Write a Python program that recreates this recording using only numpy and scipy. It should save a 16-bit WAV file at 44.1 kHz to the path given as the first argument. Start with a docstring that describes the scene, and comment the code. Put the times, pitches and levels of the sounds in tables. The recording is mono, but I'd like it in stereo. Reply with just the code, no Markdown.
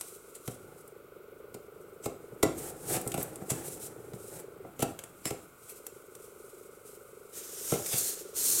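"""Taping a card, close up

At a desk in a small, quiet room, close to the microphone, double-sided tape is laid on a card on a
cutting mat: its glue ticks as it lets go, and fingers brush the paper. A small wooden block is set
down, slid along, used as a tearing edge and put away, its knocks ringing the desk. Then the card is
turned, hissing over the mat. A little to the left, a small motor flutters faintly."""
import sys
import numpy as np
from scipy import signal
from scipy.fft import rfft, irfft, next_fast_len
from scipy.io import wavfile

SR = 44100
rng = np.random.default_rng(int(sys.argv[2]) if len(sys.argv) > 2 else 0)


def bounce(signal):
    """Save signal as a 16-bit WAV file at the path given by the first command-line argument."""
    frames = np.transpose(np.atleast_2d(signal))
    limited = np.clip(frames, -1, 1)
    pcm = np.round(limited * 32767).astype(np.int16)
    wavfile.write(sys.argv[1], SR, pcm)


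N = 379251
TIME = np.arange(N) / SR


def from_db(db):
    """Decibels to gain."""
    return 10 ** (np.asarray(db) / 20)


def unit_rms(x):
    """Scale to rms 1."""
    return x / np.sqrt(np.mean(x ** 2) + 1e-20)


def at_hz(points, hz):
    """Read a table on a log-frequency axis."""
    f, value = np.transpose(points)
    return np.interp(np.log(hz + 1), np.log(f), value)


def db_in_time(rows):
    """A level curve in dB that starts from silence and holds its last value."""
    return np.interp(TIME, *np.transpose(rows), left=-120)


def add(track, s, sound):
    """Mix a short sound in at time s."""
    start = int(round(s * SR))
    first, last = max(start, 0), min(start + sound.shape[-1], N)
    track[..., first:last] += sound[..., first - start:last - start]


def grain(per_s, depth_db):
    """Uneven friction: a gain of rms 1 that takes a new value per_s times a second."""
    steps = rng.standard_normal(N // 10)
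    return unit_rms(from_db(depth_db * np.interp(TIME * per_s, np.arange(len(steps)), steps)))


# stereo width of the desk at the microphone: (frequency [Hz], side minus mid [dB])
CLOSE_WIDTH = [(60, -14), (99, -24), (160, -14.5), (270, -13), (450, -14), (740, -5), (1220, -9),
               (2010, -5.5), (3330, -12.5), (5500, -59), (9080, -5.5), (15000, -16.5)]
def noise(colour, width=CLOSE_WIDTH, size=N, ripple_db=0, shade=np.zeros_like):
    """Stereo noise of rms 1 with a colour, a width, chance ripple and extra dB from shade(hz)."""
    padded = next_fast_len(size)
    hz = np.arange(padded // 2 + 1) * SR / padded + 1
    skirts = np.minimum(hz / colour[0][0], 1) ** 2 * np.minimum(colour[-1][0] / hz, 1) ** 2
    ripple = np.interp(hz, np.linspace(0, SR / 2, 160), rng.standard_normal(160))
    gain = skirts * from_db(at_hz(colour, hz) + shade(hz) + ripple_db * ripple)
    mid, side = rfft(rng.standard_normal((2, padded))) * gain
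    side = side * from_db(at_hz(width, hz))
    return unit_rms(irfft([mid + side, mid - side], padded)[:, :size])


def note_bump(hz, note_hz, octaves):
    """A bell curve of height 1 around a note."""
    return np.exp(-(np.log2(hz / note_hz) / octaves) ** 2)


# block, roll and hands strike the desk, close to the microphone:
# (time [s], level [dB], bass thump [dB], hollow note [Hz], click level [dB])
BLOWS = [(.478, -30.5, 9.5, 406.5, -33), (1.544, -38.5, 9, 453, -36.5), (2.059, -25, 3, 550, -31.5),
         (2.325, -52.5, 21, 252, -65), (2.4299, -12, -6, 375, -16), (2.966, -30.5, 5, 780, -30.5),
         (3.064, -29.5, 8, 398, -52), (3.1423, -27, 4, 770, -29.5), (3.178, -27.5, 5, 613, -32),
         (3.418, -36.5, 12, 200, -60), (3.513, -30, 15, 400, -45), (4.135, -39, 14, 200, -45.5),
         (4.648, -36, -7, 700, -70), (4.794, -31.5, 5, 496, -36.5), (4.824, -19, 2, 660, -28),
         (5.255, -29, 4, 318, -27.5), (5.307, -27, 3, 397, -35), (7.721, -20, 5, 467, -37),
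         (7.738, -27.5, -9, 497, -30), (7.794, -34.5, -3, 304, -55), (7.937, -35.5, 14.5, 437, -33)]
# modes of desk, mat and block: (frequency [Hz], level [dB], t60 [s])
DESK_MODES = [(80.5, -24, 0.12), (129.8, -11.5, 0.14), (190, -15, 0.11), (258, -10, 0.1),
              (315, -9.5, 0.064), (401.2, -6, 0.063), (482, -8, 0.055), (570, -10.5, 0.063),
              (679, -11, 0.053), (787, -11.5, 0.07), (1040, -12.5, 0.028), (1334, -10, 0.032),
              (2062, -22, 0.071)]
# the desk's rumble: (frequency [Hz], level [dB])
DESK_RUMBLE = [(25, -10), (55, -13.5), (90, -4.5), (130, 1), (180, -2.5), (230, -8.5), (320, -0.5),
               (400, -2), (560, -13), (700, -15), (1200, -23.5)]
def knocks(contact_s=0.001, spread_db=1.4, note_db=6, rattle_db=-14.5, rattle_s=0.042):
    """Each blow rings the desk's modes, favouring its hollow note; things on the desk shudder after it."""
    out, t = np.zeros((2, N)), TIME[:SR // 2]
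    hz, mode_db, t60 = np.transpose(DESK_MODES)
    decay = np.exp(-np.log(1000) * t / t60[:, None])
    polarity = (-1) ** np.arange(len(hz))
    for s, level_db, thump_db, note_hz, _ in BLOWS:
        share, detune = rng.standard_normal((2, len(hz)))   # each blow lands somewhere else
        bass_db = at_hz([(170, thump_db), (300, 0)], hz)
        hollow_db = note_db * note_bump(hz, note_hz, octaves=0.33)
        strength = polarity * from_db(mode_db + bass_db + hollow_db + spread_db * share)
        rings = np.sin(2 * np.pi * np.outer(hz * (1 + 0.026 * detune), t)) * decay
        rattle = from_db(rattle_db) * noise(DESK_RUMBLE, size=len(t)) * np.exp(-t / rattle_s)
        attack = 1 - np.exp(-t / contact_s)
        add(out, s, from_db(level_db) * (strength @ rings + rattle) * attack)
    return out


def contact_clicks(rise_s=0.00085, fall_s=0.0047, tilt_db=0.85, note_hz=3070):
    """Hard surfaces click as they meet, once for each blow."""
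    rows = [(s, click_db, rise_s, fall_s, tilt_db, note_hz) for s, *_, click_db in BLOWS]
    return cracks(rows, note_db=2.5, note_octaves=0.44)


# tiny cracks at close range: (frequency [Hz], level [dB])
CRACK_COLOUR = [(500, 4), (1000, -3.5), (1700, -9), (2200, -2.5), (3200, -6.5), (4500, -8.5), (5700, -6.5),
                (6700, -4.5), (7700, 1), (9200, -3), (13000, -4.5), (16000, -13)]
def cracks(rows, note_db, note_octaves=0.35):
    """Quick swells of tiny cracks, each with its own note and its tilt in dB per octave."""
    out, lead = np.zeros((2, N)), SR // 10
    t = TIME[:3 * lead] - TIME[lead]   # zero at the peak
    for s, level_db, rise_s, fall_s, tilt_db, note_hz in rows:
        swell = np.exp(-np.abs(t) / np.where(t < 0, rise_s, fall_s))
        shade = lambda hz: tilt_db * np.log2(hz) + note_db * note_bump(hz, note_hz, note_octaves)
        burst = noise(CRACK_COLOUR, size=len(t), ripple_db=2.5, shade=shade)
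        add(out, s + t[0], from_db(level_db) * swell * burst)
    return out * grain(per_s=1500, depth_db=2.6)


# the tape, close to the microphone: (time [s], level [dB], tilt [dB/octave], note [Hz])
GLUE_TICKS = [(0.011, -27.5, 0, 8750), (0.878, -44, 12, 8900), (3.0138, -34, 7, 8500),
              (3.076, -26.5, 4.5, 9000), (3.119, -30.5, 0.5, 3420), (3.229, -23.5, 11, 13500),
              (3.358, -36.5, 1.5, 8560), (4.991, -35, 0, 3130), (5.038, -35, -1.5, 8950),
              (5.867, -33.5, 1.5, 12600), (6.152, -42, 1, 8850)]
def glue_ticks(rise_s=0.00069, fall_s=0.0039):
    """The tape's glue lets go with a sharp tick."""
    rows = [(s, level_db, rise_s, fall_s, tilt_db, note_hz)
            for s, level_db, tilt_db, note_hz in GLUE_TICKS]
    return cracks(rows, note_db=6.5)


# short scuffs of card, sliding block and tearing tape: (peak time [s], level [dB], fall [s], note [Hz])
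SHORT_SCUFFS = [(.354, -43.5, .013, 8600), (2.047, -40.5, .019, 7500), (2.949, -33.5, .016, 2414),
                (3.505, -25.5, 0.011, 8150), (4.805, -37.5, 0.013, 3110), (4.826, -26, 0.0062, 2920),
                (5.272, -40.5, 0.037, 2600), (5.697, -41.5, 0.014, 12100), (7.724, -36.5, 0.045, 3350),
                (7.863, -33, 0.011, 6000), (7.929, -31.5, 0.031, 3220)]
def scuffs(rise_share=0.49, tilt_db=1.1):
    """Card, block and tape scuff in a slower swell than a tick."""
    rows = [(s, level_db, rise_share * fall_s, fall_s, tilt_db, note_hz)
            for s, level_db, fall_s, note_hz in SHORT_SCUFFS]
    return cracks(rows, note_db=5.0)


# the block scrapes to rest: (peak time [s], half-length [s], level [dB])
BLOCK_SKIDS = [(2.432, 0.0032, -33.5), (5.271, 0.018, -43)]
# resonances of its edge: (frequency [Hz], bandwidth [Hz], level [dB])
EDGE_MODES = [(2080, 250, -3.5), (5240, 250, 0), (7500, 250, 4), (9600, 130, 0)]
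def block_scrape():
    """The block skids as it is put down, and the friction rings its edge."""
    skids = sum(from_db(db) * np.exp(-((TIME - s) / half_s) ** 2) for s, half_s, db in BLOCK_SKIDS)
    friction = rng.standard_normal(N) * skids + 1e-18
    out = np.zeros(N)
    for hz, width_hz, db in EDGE_MODES:
        ring = signal.lfilter(*signal.iirpeak(hz, hz / width_hz, fs=SR), friction)
        out += from_db(db) * np.sqrt(SR / np.pi / width_hz) * ring   # level independent of bandwidth
    return out


def strokes(rows, rise_s, fall_s):
    """Gain of a series of strokes: each swells up to its start, holds, and dies away after its end."""
    gains = [from_db(db) * np.exp(-np.maximum(start - TIME, 0) / rise_s - np.maximum(TIME - end, 0) / fall_s)
             for start, end, db in rows]
    return np.max(gains, axis=0)


# weight of the hands on the desk, heard as rumble: (time [s], level [dB])
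HAND_PRESSURE = [(0.0, -78), (0.43, -73), (0.67, -59.5), (1.1, -70), (2.4, -58.5), (2.52, -50),
                 (2.86, -54.5), (3.09, -47.5), (4.57, -60), (4.88, -58), (5.83, -74), (7.3, -73.5)]
# the block is pushed along the tape: (start [s], end [s], level [dB])
SLIDES = [(2.585, 2.70, -45.5), (2.905, 2.965, -33), (3.19, 3.225, -40.5), (3.52, 3.66, -45.5),
          (4.33, 4.40, -49)]
# fingers and tape brush over paper: (start [s], end [s], level [dB])
FINGER_BRUSHES = [(0, .17, -52.5), (.46, .55, -50), (.785, .81, -57.5), (3.67, 3.78, -46.5),
                  (3.83, 3.87, -43.5), (4.15, 4.31, -56), (5.64, 5.81, -56), (6.225, 6.265, -56),
                  (6.39, 6.69, -60), (6.86, 6.96, -55.5), (7.37, 7.39, -53)]
# effort of skin shifting on paper between strokes: (time [s], level [dB])
SKIN_EFFORT = [(0.0, -55), (1.2, -72.5), (2.48, -64), (2.56, -60), (3.11, -49.5), (3.37, -58), (3.72, -53),
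               (3.88, -62.5), (4.31, -55), (4.45, -68.5), (4.88, -61), (7.3, -60)]
# rubbed paper, close up: (frequency [Hz], level [dB])
PAPER_HISS = [(700, -34), (1100, -23), (1800, -19), (2200, -12), (4500, -11.5), (5700, -7.5), (6600, -4),
              (8000, 2), (10000, 0), (14000, -4), (16000, -12)]
# the block's hollow note: (frequency [Hz], level [dB])
BLOCK_HOLLOW = [(350, -18), (520, -6.5), (660, -12), (770, -7.5), (850, -8), (1000, -23.5), (1600, -19)]
def rubbing(shift_hz=1.3, skin_db=-62.5, skin_follows=0.88, mean_effort_db=-61.5):
    """Skin, tape and wood drag over the card: grainy hiss, the block's note, and bumps in the desk."""
    weight = from_db(db_in_time(HAND_PRESSURE))
    slide = strokes(SLIDES, rise_s=0.034, fall_s=0.016)
    brush = strokes(FINGER_BRUSHES, rise_s=0.024, fall_s=0.01)
    skin = from_db(skin_db + skin_follows * (db_in_time(SKIN_EFFORT) - mean_effort_db))
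    # the motions add in power
    hiss = np.linalg.norm([skin, slide, brush], axis=0)
    ring = np.hypot(from_db(-7) * weight, from_db(-4.5) * slide)
    rumble = np.linalg.norm([from_db(1.5) * weight, from_db(-4.5) * slide, from_db(-15) * brush], axis=0)
    grip = 2 * np.pi * shift_hz * TIME   # the colour shifts as the hands change their hold
    fibres = sum(share * noise(PAPER_HISS, ripple_db=-1.0) for share in (np.cos(grip), np.sin(grip)))
    fibres = fibres * grain(per_s=980, depth_db=0.5) * grain(per_s=60, depth_db=2.5)
    block = noise(BLOCK_HOLLOW) * grain(per_s=88, depth_db=4.0)
    desk = noise(DESK_RUMBLE) * grain(per_s=45, depth_db=2.0)
    return hiss * fibres + ring * block + rumble * desk


# speed of the card turning near the microphone, heard as hiss: (time [s], level [dB])
CARD_SPEED = [(7.325, -67), (7.335, -52.5), (7.383, -39), (7.413, -48), (7.633, -41), (7.697, -35),
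              (7.803, -43), (7.975, -32), (7.985, -25.5), (8.031, -32), (8.095, -32), (8.161, -46.5),
              (8.205, -43.5), (8.243, -57.5), (8.335, -57.5), (8.367, -33), (8.461, -26.5), (8.59, -27.5)]
# the air gap under the card whistles faintly: (time [s], pitch [Hz])
GAP_PITCH = [(7.4, 7330), (7.52, 5770), (7.8, 5800), (8.02, 4264), (8.6, 4320)]
# the card's hiss on the mat: (frequency [Hz], level [dB])
MAT_HISS = [(3000, -35), (5000, -9.5), (6200, -0.5), (7600, 1), (10500, -0.5), (13500, -2), (16000, -12)]
# its lower rasp: (frequency [Hz], level [dB])
MAT_RASP = [(300, 2), (600, -8.5), (1000, -9), (1700, -5), (2200, -7), (2800, -5), (3600, -2), (4400, -6.5),
            (5500, -0.5), (8000, -5.5)]
def card_turning(rasp_db=-47, rasp_follows=0.62, mean_speed_db=-35.5, whistle_db=-17, eddy_hz=240):
    """The card sweeps over the mat's fine texture; a lower rasp grows with speed and shakes the desk."""
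    speed_db = db_in_time(CARD_SPEED)
    rasp = from_db(rasp_db + rasp_follows * (speed_db - mean_speed_db))
    texture = grain(per_s=1500, depth_db=1.5) * grain(per_s=65, depth_db=1.1)
    phase = 2 * np.pi * np.cumsum(np.interp(TIME, *np.transpose(GAP_PITCH))) / SR
    lowpass = signal.butter(2, eddy_hz, fs=SR, output="sos")
    eddies = unit_rms(signal.sosfilt(lowpass, rng.standard_normal((2, 2, N))))
    # the gap's note and its octave
    whistle = sum(a * np.cos(k * phase) + b * np.sin(k * phase) for k, (a, b) in enumerate(eddies, 1))
    hiss = noise(MAT_HISS, ripple_db=2.5) + from_db(whistle_db) * whistle
    sweep = from_db(speed_db) * hiss + rasp * noise(MAT_RASP)
    rumble = from_db(-14) * rasp * noise(DESK_RUMBLE)
    return from_db(-.5) * texture * sweep + rumble


# a small motor runs, faint behind the handwork: (start [s], end [s])
RUNS = [(.039, 4.66), (5.718, 6.5), (6.528, 8.59)]
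# its hum: (time [s], level [dB])
HUM_LEVEL = [(0, -47.5), (1.7, -43.5), (4.6, -41), (5.7, -45.5), (7.4, -45), (8, -41)]
def motor(period_s=0.04, start_hz=640, end_hz=375, glide_s=0.0051, swell_s=0.0064, ring_s=0.033):
    """A flutter of uneven pulses: each drops in pitch as it dies and leaves the housing ringing."""
    out, t = np.zeros((2, N)), TIME[:SR // 10]
    pitch_hz = end_hz + (start_hz - end_hz) * np.exp(-t / glide_s)
    phase = 2 * np.pi * np.cumsum(pitch_hz) / SR
    swell = (t / swell_s) ** 2 * np.exp(2 * (1 - t / swell_s))
    housing = noise([(320, -13), (370, 3.5), (430, -12.5), (510, -19), (575, -3.5), (660, -26)])
    ring_gain = from_db(-9) * np.exp(-t / ring_s) * (1 - np.exp(-t / swell_s))
    for start_s, end_s in RUNS:
        for s in np.arange(start_s, end_s, period_s):
            size, detune, lag = rng.standard_normal(3)
            level_db = np.interp(s, *np.transpose(HUM_LEVEL)) + 1.1 * size
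            pulse = swell * np.sin(phase * (1 + 0.017 * detune) + 1.23 * lag)
            offset = rng.integers(N - len(t))
            ring = ring_gain * housing[:, offset:offset + len(t)]
            add(out, s, from_db(level_db) * (pulse + ring))
    return out


def room(x, wet_db=-10, t60_s=0.36, first_echo_s=0.0052):
    """A small furnished room answers with a short, dense tail."""
    t = TIME[:SR // 2]
    tail = noise([(60, -1.5), (400, 3), (1500, 3.5), (8000, -1.5), (16000, -9)], size=len(t))
    tail = tail * np.exp(-np.log(1000) * t / t60_s) * (t > first_echo_s)
    tail = tail / np.sqrt(np.sum(tail ** 2) / 2)
    echoes = signal.fftconvolve(x.mean(axis=0, keepdims=True), tail, axes=1)[:, :N]
    return x + from_db(wet_db) * echoes


# still air around the microphone: (frequency [Hz], level [dB])
AIR_COLOUR = [(25, -5), (50, -4.5), (150, -0.5), (260, -4), (400, 4), (560, 0), (720, -9), (950, -9),
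              (1300, 1), (1480, 0.5), (1700, -22.5), (1950, -17), (2150, -9.5), (2700, -17)]
# its stereo width: (frequency [Hz], side minus mid [dB])
ROOM_WIDTH = [(60, -12), (150, -4), (380, 3), (950, -1.5), (2380, 2.5), (5980, 6.5), (15000, 12)]
# a thin, high hiss: (frequency [Hz], level [dB])
HIGH_HISS = [(2200, -16), (3200, -4.5), (5500, -7), (9000, -9.5), (13000, 7), (16000, 4.5)]
def room_tone(air_db=-54.5, hiss_db=-67):
    """The quiet room's wide, steady air, with a faint hiss above it."""
    return from_db(air_db) * noise(AIR_COLOUR, ROOM_WIDTH) + from_db(hiss_db) * noise(HIGH_HISS)


def scene():
    """Handwork close and central, the knocks and the motor a little to the left, room tone behind."""
    desk = knocks() * from_db([[.6], [-.6]])
    crackle = contact_clicks() + glue_ticks() + scuffs()
    friction = block_scrape() + rubbing() + card_turning()
    return room(desk + crackle + friction) + room_tone() + motor() * from_db([[1.4], [-1.4]])


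def record(dry, cutoff_hz=16000):
    """A steep low-pass cuts the top of what the microphone hears."""
    return signal.sosfilt(signal.ellip(10, .2, 80, cutoff_hz, fs=SR, output="sos"), dry)


dry = scene()
out = record(dry)
bounce(out)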